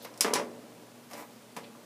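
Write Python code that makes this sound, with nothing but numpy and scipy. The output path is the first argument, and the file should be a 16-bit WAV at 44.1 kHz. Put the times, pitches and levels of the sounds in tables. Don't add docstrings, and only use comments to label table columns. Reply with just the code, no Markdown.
import sys
import numpy as np
from scipy import signal
from scipy.fft import rfft, irfft
from scipy.io import wavfile

SR = 44100
rng = np.random.default_rng(int(sys.argv[2]) if len(sys.argv) > 2 else 0)


def pcm_store(signal):
    levels = np.round(np.clip(np.atleast_2d(signal), -1, 1) * 32767)
    wavfile.write(sys.argv[1], SR, levels.astype(np.int16).T)


N = 81585

# (frequency [Hz], level [dB])
HUM_TONES = [(120, -65), (240, -62.5)]
AIR_COLOUR = [(25, 4), (65, -17), (90, -7), (125, 1.5), (160, -2.5), (220, 7.5), (500, -15.5), (900, -6),
              (1800, -11), (4000, -13.5), (9000, -16.5), (15000, -21.5)]
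# (frequency [Hz], time to fade by 60 dB [s])
ROOM_FADE = [(120, 0.36), (400, 0.62), (1000, 0.2), (2500, 0.17), (6000, 0.21), (14000, 0.25)]
# (frequency [Hz], level [dB])
ROOM_COLOUR = [(150, 2), (600, -8.5), (2000, 0), (6000, -8), (14000, -12.5)]
# (delay [s], level [dB])
NEAR_ECHOES = [(0, 0), (.0041, -7), (.0131, -17)]
# (time [s], pitch [Hz])
SQUEAK_PITCH = [(.97, 12800), (1.03, 13000), (1.12, 13200), (1.199, 12100), (1.26, 12750), (1.311, 12000),
                (1.36, 11700)]
# (time [s], length [s], level [dB], centre frequency [Hz])
ROD_SCRAPES = [(0, 0.071, -54, 4320), (0.022, 0.016, -49.5, 13000), (0.041, 0.016, -48, 12900),
               (1.633, 0.023, -52, 2850)]
# (time [s], level [dB])
ROLL_LEVEL = [(0, -57), (.18, -53.5), (.26, -50), (.55, -53.5), (.75, -58.5), (.95, -60), (1.35, -61),
              (1.85, -59)]
SLIDE_LEVEL = [(1.08, -82), (1.115, -45), (1.14, -54), (1.20, -46), (1.23, -55), (1.26, -77)]
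# (frequency [Hz], level [dB])
BALL_COLOUR = [(60, -38), (150, -9), (250, 7), (600, 9.5), (1000, -2), (2000, -12.5), (5000, -22),
               (15000, -89)]
ROD_COLOUR = [(80, -19), (250, 5), (1000, 0), (1600, -4.5), (2200, -0.5), (3100, -10.5), (6500, -9),
              (14000, -11.5)]
WOOD_COLOUR = [(75, -26), (140, -29), (190, -2.5), (450, 2), (1100, -3.5), (1700, -11.5), (2200, -13),
               (3200, -19), (8000, -40.5), (15000, -65)]
PLASTIC_COLOUR = [(60, -25), (400, -7), (1000, -11), (1500, -8), (3200, -4), (4200, 0), (5300, 5),
                  (6500, 4), (8800, 2.5), (12000, -2.5), (15000, -8)]
# (pitch [Hz], level [dB], time to fade by 60 dB [s])
PANEL_TONES = [(172, 5, 0.16), (239.5, 5, 0.93), (301, 0, 0.59), (428.7, 3.5, 0.24), (461.2, 0.5, 0.17),
               (504.5, -3, 0.29), (573.8, 3.5, 0.19), (686, -0.5, 0.71), (824, -0.5, 0.19),
               (979, -0.5, 0.046), (1170, 2, 0.3), (2045, -1.5, 0.056)]
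ROD_TONES = [(1054, 15, 0.051), (2230, -3, .03), (4930, 8, 0.15), (5130, -1.5, 0.075), (5430, -25, 0.085),
             (5670, 4.5, .06), (8050, -9, 0.043), (10200, 3, 0.022), (10540, 1, .03)]
# (time [s], level [dB], pitch [Hz])
ROD_THUDS = [(1.1190, -24.5, 764), (1.1365, -20, 576), (1.1416, -23.5, 326), (1.1520, -22.5, 710),
             (1.1775, -25.5, 910), (1.1936, -22.5, 1050), (1.2102, -22, 500), (1.2238, -23, 830),
             (1.5690, -21.5, 195), (1.5715, -16.5, 834), (1.5849, -18, 540), (1.751, -29.5, 990)]
# (time [s], level [dB], brightness [dB per octave])
WOOD_KNOCKS = [(0.0485, -16.5, 3), (0.2468, 1, 2), (.2800, -8, 2), (.3080, -8.5, -1), (0.3337, -4, 0),
               (.3580, -1.5, 2), (0.374, -11.5, 0.5), (.3870, -14.5, 4), (0.3971, -7.5, -1),
               (.4150, -13, 0), (1.1336, -20.5, 6), (1.5660, -15.5, 7)]
# (delay [s], level [dB])
BOUNCES = [(0, 0), (.00085, -6), (.00102, -4), (.0014, -7)]
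# (time [s], level [dB], brightness [dB per octave], rattle compared with the snap [dB])
PLASTIC_CLACKS = [(0.0481, -23.5, -5, 1), (0.139, -28, -6, 4), (0.1765, -24.5, 2, -4), (0.2087, 6, 0, 0),
                  (.3370, 1, -2.7, -2), (0.3543, -5, -5.5, 7), (0.3879, -24, -3, 1), (1.133, -22, -1, 19),
                  (1.563, -27, -6, 16), (1.566, -19.5, 4.5, 7)]


def amp(db):
    return 10 ** (np.asarray(db) / 20)


def unit(x):
    return x / np.sqrt(np.sum(x ** 2) + 1e-20)


def read(points, hz):
    row_hz, value = np.transpose(points)
    return np.interp(np.log(hz + 1), np.log(row_hz + 1), value)


def add(mix, start_s, sound):
    part = mix[max(round(start_s * SR), 0):][:len(sound)]
    part += sound[:len(part)]


def drift(per_s):
    return np.interp(np.arange(N) / SR * per_s, np.arange(N), rng.standard_normal(N))


def noise(gains):
    return unit(irfft(rfft(rng.standard_normal(N)) * gains, N)) * np.sqrt(N)


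def pulse(colour, tilt_db=0, pivot_hz=1000, size=4096):
    hz = abs(np.fft.fftfreq(size, 1 / SR))
    octaves = np.log2(np.maximum(hz, pivot_hz / 10) / pivot_hz)
    log_gain = np.log(amp(read(colour, hz) + tilt_db * octaves))
    spectrum = np.exp(np.conj(signal.hilbert(log_gain)))
    return unit(np.fft.ifft(spectrum).real[:size // 2])


def taps(rows, stretch=1):
    out = np.zeros(SR // 20)
    for delay, db in rows:
        add(out, delay * stretch, amp([db]))
    return out


def background(air_db=-55):
    t = np.arange(N) / SR
    air = noise(amp(read(AIR_COLOUR, np.fft.rfftfreq(N, 1 / SR))))
    hum = sum(amp(db) * np.sqrt(2) * np.sin(2 * np.pi * (hz * t + rng.random())) for hz, db in HUM_TONES)
    return amp(air_db) * air + hum


def room_tail(build_s=0.011):
    hz, t, spectrum = signal.stft(rng.standard_normal(SR), SR, nperseg=256)
    fade = np.exp(-np.log(1000) * t / read(ROOM_FADE, hz)[:, None]) * (1 - np.exp(-t / build_s))
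    fade *= amp(read(ROOM_COLOUR, hz))[:, None] / np.sqrt(SR * np.mean(fade ** 2, axis=1, keepdims=True))
    return signal.istft(spectrum * fade, SR)[1][:SR]


def resonate(sound, tones):
    t = np.arange(SR) / SR
    ring = np.zeros(SR)
    for hz, db, fade_s in tones:
        damping = np.log(1000) / fade_s
        ring += amp(db) * 2 * damping / SR * np.exp(-damping * t) * np.cos(2 * np.pi * hz * t)
    return sound + signal.fftconvolve(sound, ring)[:N]


def squeak(level_db=-71.5, waver_hz=90, flicker_db=3, upper_ratio=1.083):
    times, hz = np.transpose(SQUEAK_PITCH)
    t = np.arange(N) / SR
    cycles = np.cumsum(np.interp(t, times, hz) + waver_hz * drift(400)) / SR
    progress = np.clip((t - times[0]) / (times[-1] - times[0]), 0, 1)
    swell = np.sqrt(abs(np.sin(np.pi * progress)))
    tones = sum(amp(flicker_db * drift(20)) * np.sin(2 * np.pi * k * cycles) for k in (1, upper_ratio))
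    return amp(level_db) * swell * tones


def scrapes(relative_width=0.65):
    out = np.zeros(N)
    for start, length, db, hz in ROD_SCRAPES:
        off_centre = np.log((np.fft.rfftfreq(N, 1 / SR) + 1) / hz) / relative_width
        hiss = noise(np.exp(-2 * off_centre ** 2))
        progress = np.clip((np.arange(N) / SR - start) / length, 0, 1)
        out += amp(db) * hiss * np.sqrt(abs(np.sin(np.pi * progress)))
    return out


def friction(levels, colour, contacts_per_s):
    contacts = rng.standard_normal(N) * (rng.random(N) < contacts_per_s / SR)
    rub = unit(signal.fftconvolve(contacts, pulse(colour))[:N]) * np.sqrt(N)
    times, db = np.transpose(levels)
    return rub * amp(np.interp(np.arange(N) / SR, times, db, left=-np.inf, right=-np.inf))


def strike(click, rattle_db, fade_s, bounces=np.ones(1)):
    t = np.arange(SR) / SR
    body = amp(rattle_db) * unit(rng.standard_normal(SR) * np.exp(-np.log(1000) * t / fade_s))
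    add(body, 0, np.convolve(unit(bounces), taps(NEAR_ECHOES)))
    return unit(signal.fftconvolve(body, click)) + signal.fftconvolve(room_tail(), click)


def thuds(rise_cycles=0.59):
    out, t = np.zeros(N), np.arange(SR // 20) / SR
    for start, db, hz in ROD_THUDS:
        age = hz * t / rise_cycles
        bump = unit(age * np.exp(-age) * np.sin(2 * np.pi * hz * t))
        add(out, start, amp(db) * strike(bump, rattle_db=2, fade_s=0.054))
    return out


def knocks():
    out = np.zeros(N)
    for start, db, tilt_db in WOOD_KNOCKS:
        add(out, start, amp(db) * strike(pulse(WOOD_COLOUR, tilt_db), rattle_db=3.5, fade_s=0.1))
    return out


def clacks():
    out = np.zeros(N)
    for start, db, tilt_db, rattle_db in PLASTIC_CLACKS:
        bounces = taps(BOUNCES, stretch=rng.uniform(.95, 1.3))
        click = pulse(PLASTIC_COLOUR, tilt_db, pivot_hz=6500)
        add(out, start, amp(db) * strike(click, rattle_db, fade_s=0.097, bounces=bounces))
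    return resonate(out, ROD_TONES)


def scene():
    roll = friction(ROLL_LEVEL, BALL_COLOUR, contacts_per_s=1700)
    slide = friction(SLIDE_LEVEL, ROD_COLOUR, contacts_per_s=3500)
    rubbing = roll + slide + scrapes() + squeak()
    blows = knocks() + thuds()
    rubbing_echo = signal.fftconvolve(rubbing, room_tail())[:N]
    cabinet = resonate(blows + rubbing + rubbing_echo, PANEL_TONES)
    return (clacks() + cabinet + background())[None]


def record(dry):
    low_cut_hz, high_cut_hz = 113, 15450
    thinned = signal.sosfilt(signal.butter(2, low_cut_hz, "highpass", fs=SR, output="sos"), dry)
    treble_cut = signal.firwin(511, high_cut_hz, window=("kaiser", 9), fs=SR)
    return signal.oaconvolve(thinned, treble_cut[None], "same")


dry = scene()
out = record(dry)
pcm_store(out)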